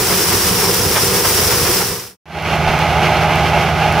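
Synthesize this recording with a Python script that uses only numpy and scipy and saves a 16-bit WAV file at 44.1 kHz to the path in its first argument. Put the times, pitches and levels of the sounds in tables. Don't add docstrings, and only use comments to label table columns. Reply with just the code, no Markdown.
import sys
import numpy as np
from scipy import signal
from scipy.fft import rfft, irfft, next_fast_len
from scipy.io import wavfile
from scipy.ndimage import map_coordinates

SR = 44100
rng = np.random.default_rng(int(sys.argv[2]) if len(sys.argv) > 2 else 0)


def master(y):
    cut = np.clip(np.atleast_2d(y).T, -1, 1)
    pcm = np.round(cut * 32767)
    wavfile.write(sys.argv[1], SR, pcm.astype(np.int16))


N = 176400


def amp(db):
    return 10 ** (np.asarray(db) / 20)


def unit(x):
    return x / np.sqrt(np.mean(x ** 2) + 1e-20)


def along(points, hz):
    freqs_hz, values = np.transpose(points)
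    return np.interp(np.log(hz + 1), np.log(freqs_hz + 1), values)


def clock():
    return np.arange(N) / SR


def noise_pair():
    return rng.standard_normal((2, N))


def wobble(rate_hz):
    return map_coordinates(rng.standard_normal(2000), [clock() * rate_hz + 2], mode="mirror")


def filtered(x, response):
    size = next_fast_len(N + 8192)
    return irfft(rfft(x, size) * response(np.fft.rfftfreq(size, 1 / SR)), size)[..., :N]


def coloured(x, spectrum):
    return unit(filtered(x, lambda hz: amp(along(spectrum, hz))))


def ringing(drive, modes):
    def band(pitch_hz, width_hz):
        def response(hz):
            damping = 1j * hz * width_hz * 1.5
            return (damping / (pitch_hz ** 2 - hz ** 2 + damping)) ** 2
        return unit(filtered(drive, response))
    return sum(amp(db) * band(pitch_hz, width_hz) for pitch_hz, width_hz, db in modes)


def stereo(pair, correlation, balance):
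    def mid_side(hz):
        angle = np.arccos(np.clip(along(correlation, hz), -1, 1)) / 2
        return np.array([np.cos(angle), np.sin(angle)])
    mid, side = filtered(pair, mid_side)
    left_right = np.array([mid + side, mid - side])
    return filtered(left_right, lambda hz: amp(np.outer([.5, -.5], along(balance, hz))))


def fader(points, full_db):
    return amp(np.interp(clock(), *np.transpose(points)) - full_db)


def fade(silent_s, full_s):
    return np.clip((clock() - silent_s) / (full_s - silent_s), 0, 1) ** 1.56


def impacts(per_s, spread_db):
    hit = rng.random((2, N)) < per_s / SR
    size = amp(spread_db * np.minimum(rng.exponential(size=(2, N)), 5))
    return unit(hit * size * rng.choice([-1, 1], (2, N)))


def thump(centre_s=2.69, pitch_hz=26, sigma_s=.014):
    t = clock() - centre_s
    return amp(-22) * np.exp(-.5 * (t / sigma_s) ** 2) * np.sin(2 * np.pi * pitch_hz * t)


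def ticks(t60_s=.003, highpass_hz=4500):
    # start_s, level_db
    events = [(2.424, -39), (2.5575, -35), (2.791, -31), (3.3583, -30), (3.9253, -31)]
    track, t = np.zeros(N), np.arange(128) / SR
    highpass = signal.butter(2, highpass_hz, "high", fs=SR)
    for start_s, level_db in events:
        burst = rng.choice([-1, 1], len(t)) * amp(-60 * t / t60_s)
        track[round(start_s * SR):][:len(t)] += amp(level_db) * unit(signal.lfilter(*highpass, burst))
    return track * amp([[-2], [2]])


def auger(turn_hz=6.76, swell_db=3, hard_rub_s=3.122):
    # pitch_hz, level_db
    tones = [(61,-37.5),(115,-34.5),(418,-38.5),(589,-35.5),(623,-32),(633,-39),(684,-31),(690,-32.5),(738,-29.5),(772,-33.5),(799,-33),(806,-35.5),(819,-29.5),(846,-31),(853,-34),(880,-36)]
    # pitch_hz, width_hz, level_db
    tube_modes = [(630, 34, -33), (712, 84, -30.5), (821, 66, -26.5)]
    # time_s, level_db
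    load = [(2.3,-1),(2.6,-2.5),(2.95,0.5),(3.12,3),(3.3,1),(3.55,1.5),(3.74,-4.5),(3.88,2.5),(4,2.5)]
    t = clock()
    swell = amp(swell_db * np.cos(2 * np.pi * turn_hz * (t - hard_rub_s)))
    hum = np.zeros(N)
    for pitch_hz, level_db in tones:
        phase = 2 * np.pi * (pitch_hz * t + rng.random()) + 0.38 * wobble(8)
        hum += amp(level_db) * np.sqrt(2) * np.sin(phase)
    rub = ringing(noise_pair(), tube_modes)
    return fader(load, full_db=0.5) * swell * (hum + rub)


def tractor(cycle_hz=13.196, cylinders=6, knock_depth=0.11):
    # multiple of the two-turn cycle, level_db
    orders = [(5,-36), (6, -27), (8, -34.5), (10, -31.5), (11, -35), (12, -22.5), (13,-51), (14, -35),
              (16,-46), (17, -43.5), (38, -44.5), (54, -32), (58, -34.5), (74, -43.5), (80,-43), (90, -38),
              (94, -44.5), (96, -32), (108, -39), (111, -34.5), (121, -43.5)]
    # freq_hz, gain_db
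    clatter_spectrum = [(100,-48),(190,-11.5),(275,-19.5),(354,-9),(455,-13.5),(537,-15.5),(620,-11),(840,-8.5),(965,-14),(1430,-14),(1620,-14.5),(1830,-20.5),(2050,-14),(2300,-15),(2480,-16.5),(2750,-18),(3200,-20),(3900,-26.5),(4400,-27.5),(5900,-29.5),(7600,-40.5),(8900,-42),(11500,-39.5),(15700,-50)]
    # time_s, level_db
    clatter_levels = [(2.52,1.5),(2.61,-4.5),(2.71,0),(2.78,0),(2.9,-1.5),(3.1,2.5),(3.3,-1.2),(3.44,1),(3.66,-0.3),(3.73,-4),(3.88,1.5),(4,-1)]
    # pitch_hz, width_hz, level_db
    cover_modes = [(2088, 53, -37.5), (2238, 46, -35.5), (2303, 21, -38), (2470, 9.4, -43.5),
                   (2580, 16, -44), (2714, 50, -35), (2880, 17, -38.5), (4240, 68, -43.5)]
    # freq_hz, gain_db
    boom_spectrum = [(20,-24),(40,-17),(65,-7.5),(90,4),(125,-8),(165,1),(200,-5),(270,-12.5),(500,-59)]
    cycles = np.cumsum(cycle_hz * (1 + 0.000802 * wobble(6))) / SR
    knock = 1 + knock_depth * np.cos(2 * np.pi * cylinders * cycles)
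    tones = np.zeros(N)
    for order, level_db in orders:
        peak = amp(level_db + 0.5 * wobble(10)) * np.sqrt(2)
        tones += peak * np.sin(2 * np.pi * (order * cycles + rng.random()))
    cycle_noise = irfft(np.exp(2j * np.pi * rng.random(2048)))
    repeating = map_coordinates(cycle_noise, [cycles * len(cycle_noise)], mode="grid-wrap")
    steady = tones + amp(-23) * coloured(repeating * knock, clatter_spectrum)
    steady_pair = np.array([steady, np.roll(steady, SR // 3)])
    clatter = amp(-20) * coloured(knock * noise_pair(), clatter_spectrum)
    covers = ringing(knock * noise_pair(), cover_modes)
    boom = amp(-28.5) * coloured(noise_pair(), boom_spectrum)
    clatter_gain = fader(clatter_levels, full_db=-1) * amp(1.18 * wobble(35))
    return clatter_gain * (clatter + covers) + boom + steady_pair


def farmyard(right_lead_s=8e-6):
    # freq_hz, correlation
    correlation = [(60,1),(400,.97),(950,1),(2400,0.97),(4000,0.83),(6000,0.38),(9000,0.48),(15000,0.49)]
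    # freq_hz, left_minus_right_db
    balance = [(60, -3.0), (180, -3.0), (550, -3.0), (1650, -3.5), (4970, -2.5), (15000, 7.5)]
    machines = stereo(tractor() + auger(), correlation, balance)
    return filtered(machines, lambda hz: np.exp(1j * np.pi * right_lead_s * np.outer([-1, 1], hz)))


def hopper_rumble(throb_hz=17.8, throb_db=0.9):
    # freq_hz, gain_db
    spectrum = [(12, -52.5), (20, -23), (70, -2.5), (96, 3), (133, -1.5), (188, -1.5), (280, -9.5),
                (380, 2), (424, 1.5), (472, -2.5), (555, -7), (619, -17.5), (755, -8), (841, -12),
                (905, -6.5), (1010, -9.5), (1080, -18), (1350, -12.5), (1500, -19), (1950, -45),
                (3300, -120)]
    # pitch_hz, width_hz, level_db
    drive_modes = [(59.3, 3.6, -40.5), (85.5, 2.8, -40), (115.3, 3.7, -44.5), (159.2, 23, -36.5),
                   (184.9, 5.3, -31), (391.3, 10.4, -38), (483, 15.4, -31)]
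    throb = amp(throb_db * np.sin(2 * np.pi * throb_hz * clock()) + 0.93 * wobble(30))
    rumble = amp(-21) * coloured(noise_pair(), spectrum)
    return throb * (rumble + ringing(noise_pair(), drive_modes))


def auger_rubs():
    # centre_s, sigma_s, level_db
    rubs = [(0.126, .025, -22), (0.316, .02, -23), (0.637, 0.051, -24.5), (.97, 0.015, -16),
            (1.254, 0.0075, -16.5), (1.39, .016, -22.5), (1.523, 0.017, -21), (1.674, 0.02, -20.5),
            (1.816, .012, -19.5)]
    # freq_hz, gain_db
    spectrum = [(200, -39), (500, 0), (950, 1.5), (1800, -4.5), (3200, -7), (6000, -30), (15000, -45)]
    envelope = sum(amp(level_db) * np.exp(-.5 * ((clock() - centre_s) / sigma_s) ** 2)
                   for centre_s, sigma_s, level_db in rubs)
    return envelope * coloured(impacts(per_s=4900, spread_db=2.7), spectrum)


def kernels():
    # time_s, level_db
    flow_levels = [(0.0, -20.5), (0.076, -18.5), (1.14, -19), (1.192, -19), (1.212, -20.5), (1.284, -18),
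                   (1.72, -19)]
    # freq_hz, gain_db
    spectrum = [(350,-43),(600,-7.5),(760,-6),(850,-10.5),(1050,-4),(2450,-6.5),(4060,-7.5),(5560,-2),(6400,-6.5),(7800,-6.5),(9000,-4),(11000,-7),(13400,-8.5),(14500,-4.5),(15700,-12.5)]
    # pitch_hz, width_hz, level_db
    steel_modes = [(5000, 80, -31), (5130, 17, -38), (5165, 12, -43), (5450, 12, -38.5), (5357, 14, -41),
                   (5600, 124, -31.5), (5860, 24, -44), (6095, 46, -42), (9600, 490, -42),
                   (14000, 380, -39), (15400, 320, -36.5)]
    flow = fader(flow_levels, full_db=-19) * amp(0.34 * wobble(7.04) + .6 * wobble(70))
    blows = impacts(per_s=9000, spread_db=1.57)
    hiss = amp(-15.5) * coloured(blows, spectrum)
    ring = amp(1.2 * wobble(21.7)) * ringing(blows, steel_modes)
    return flow * (hiss + ring)


def pour():
    # freq_hz, correlation
    correlation = [(60,0.98),(150,0.93),(400,0.95),(650,0.86),(1000,0.87),(2400,.62),(4500,0.39),(6000,0.44),(7500,-0.032),(8900,-0.44),(10200,0.011),(15000,0.11)]
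    # freq_hz, left_minus_right_db
    balance = [(60, -1.5), (150, -2), (380, -2), (950, -2.5), (2380, -2.0), (5980, 0), (15000, 2)]
    return stereo(kernels() + hopper_rumble() + auger_rubs(), correlation, balance)


def scene(yard_start_s=2.256):
    yard = farmyard() * fade(silent_s=2.209, full_s=2.58) * (clock() > yard_start_s)
    return thump() + ticks() + yard + pour() * fade(full_s=1.765, silent_s=2.172)


def record(dry, top_hz=15850, edge_hz=150):
    return filtered(dry, lambda hz: np.clip((top_hz - hz) / edge_hz, 0, 1))


dry = scene()
out = record(dry)
master(out)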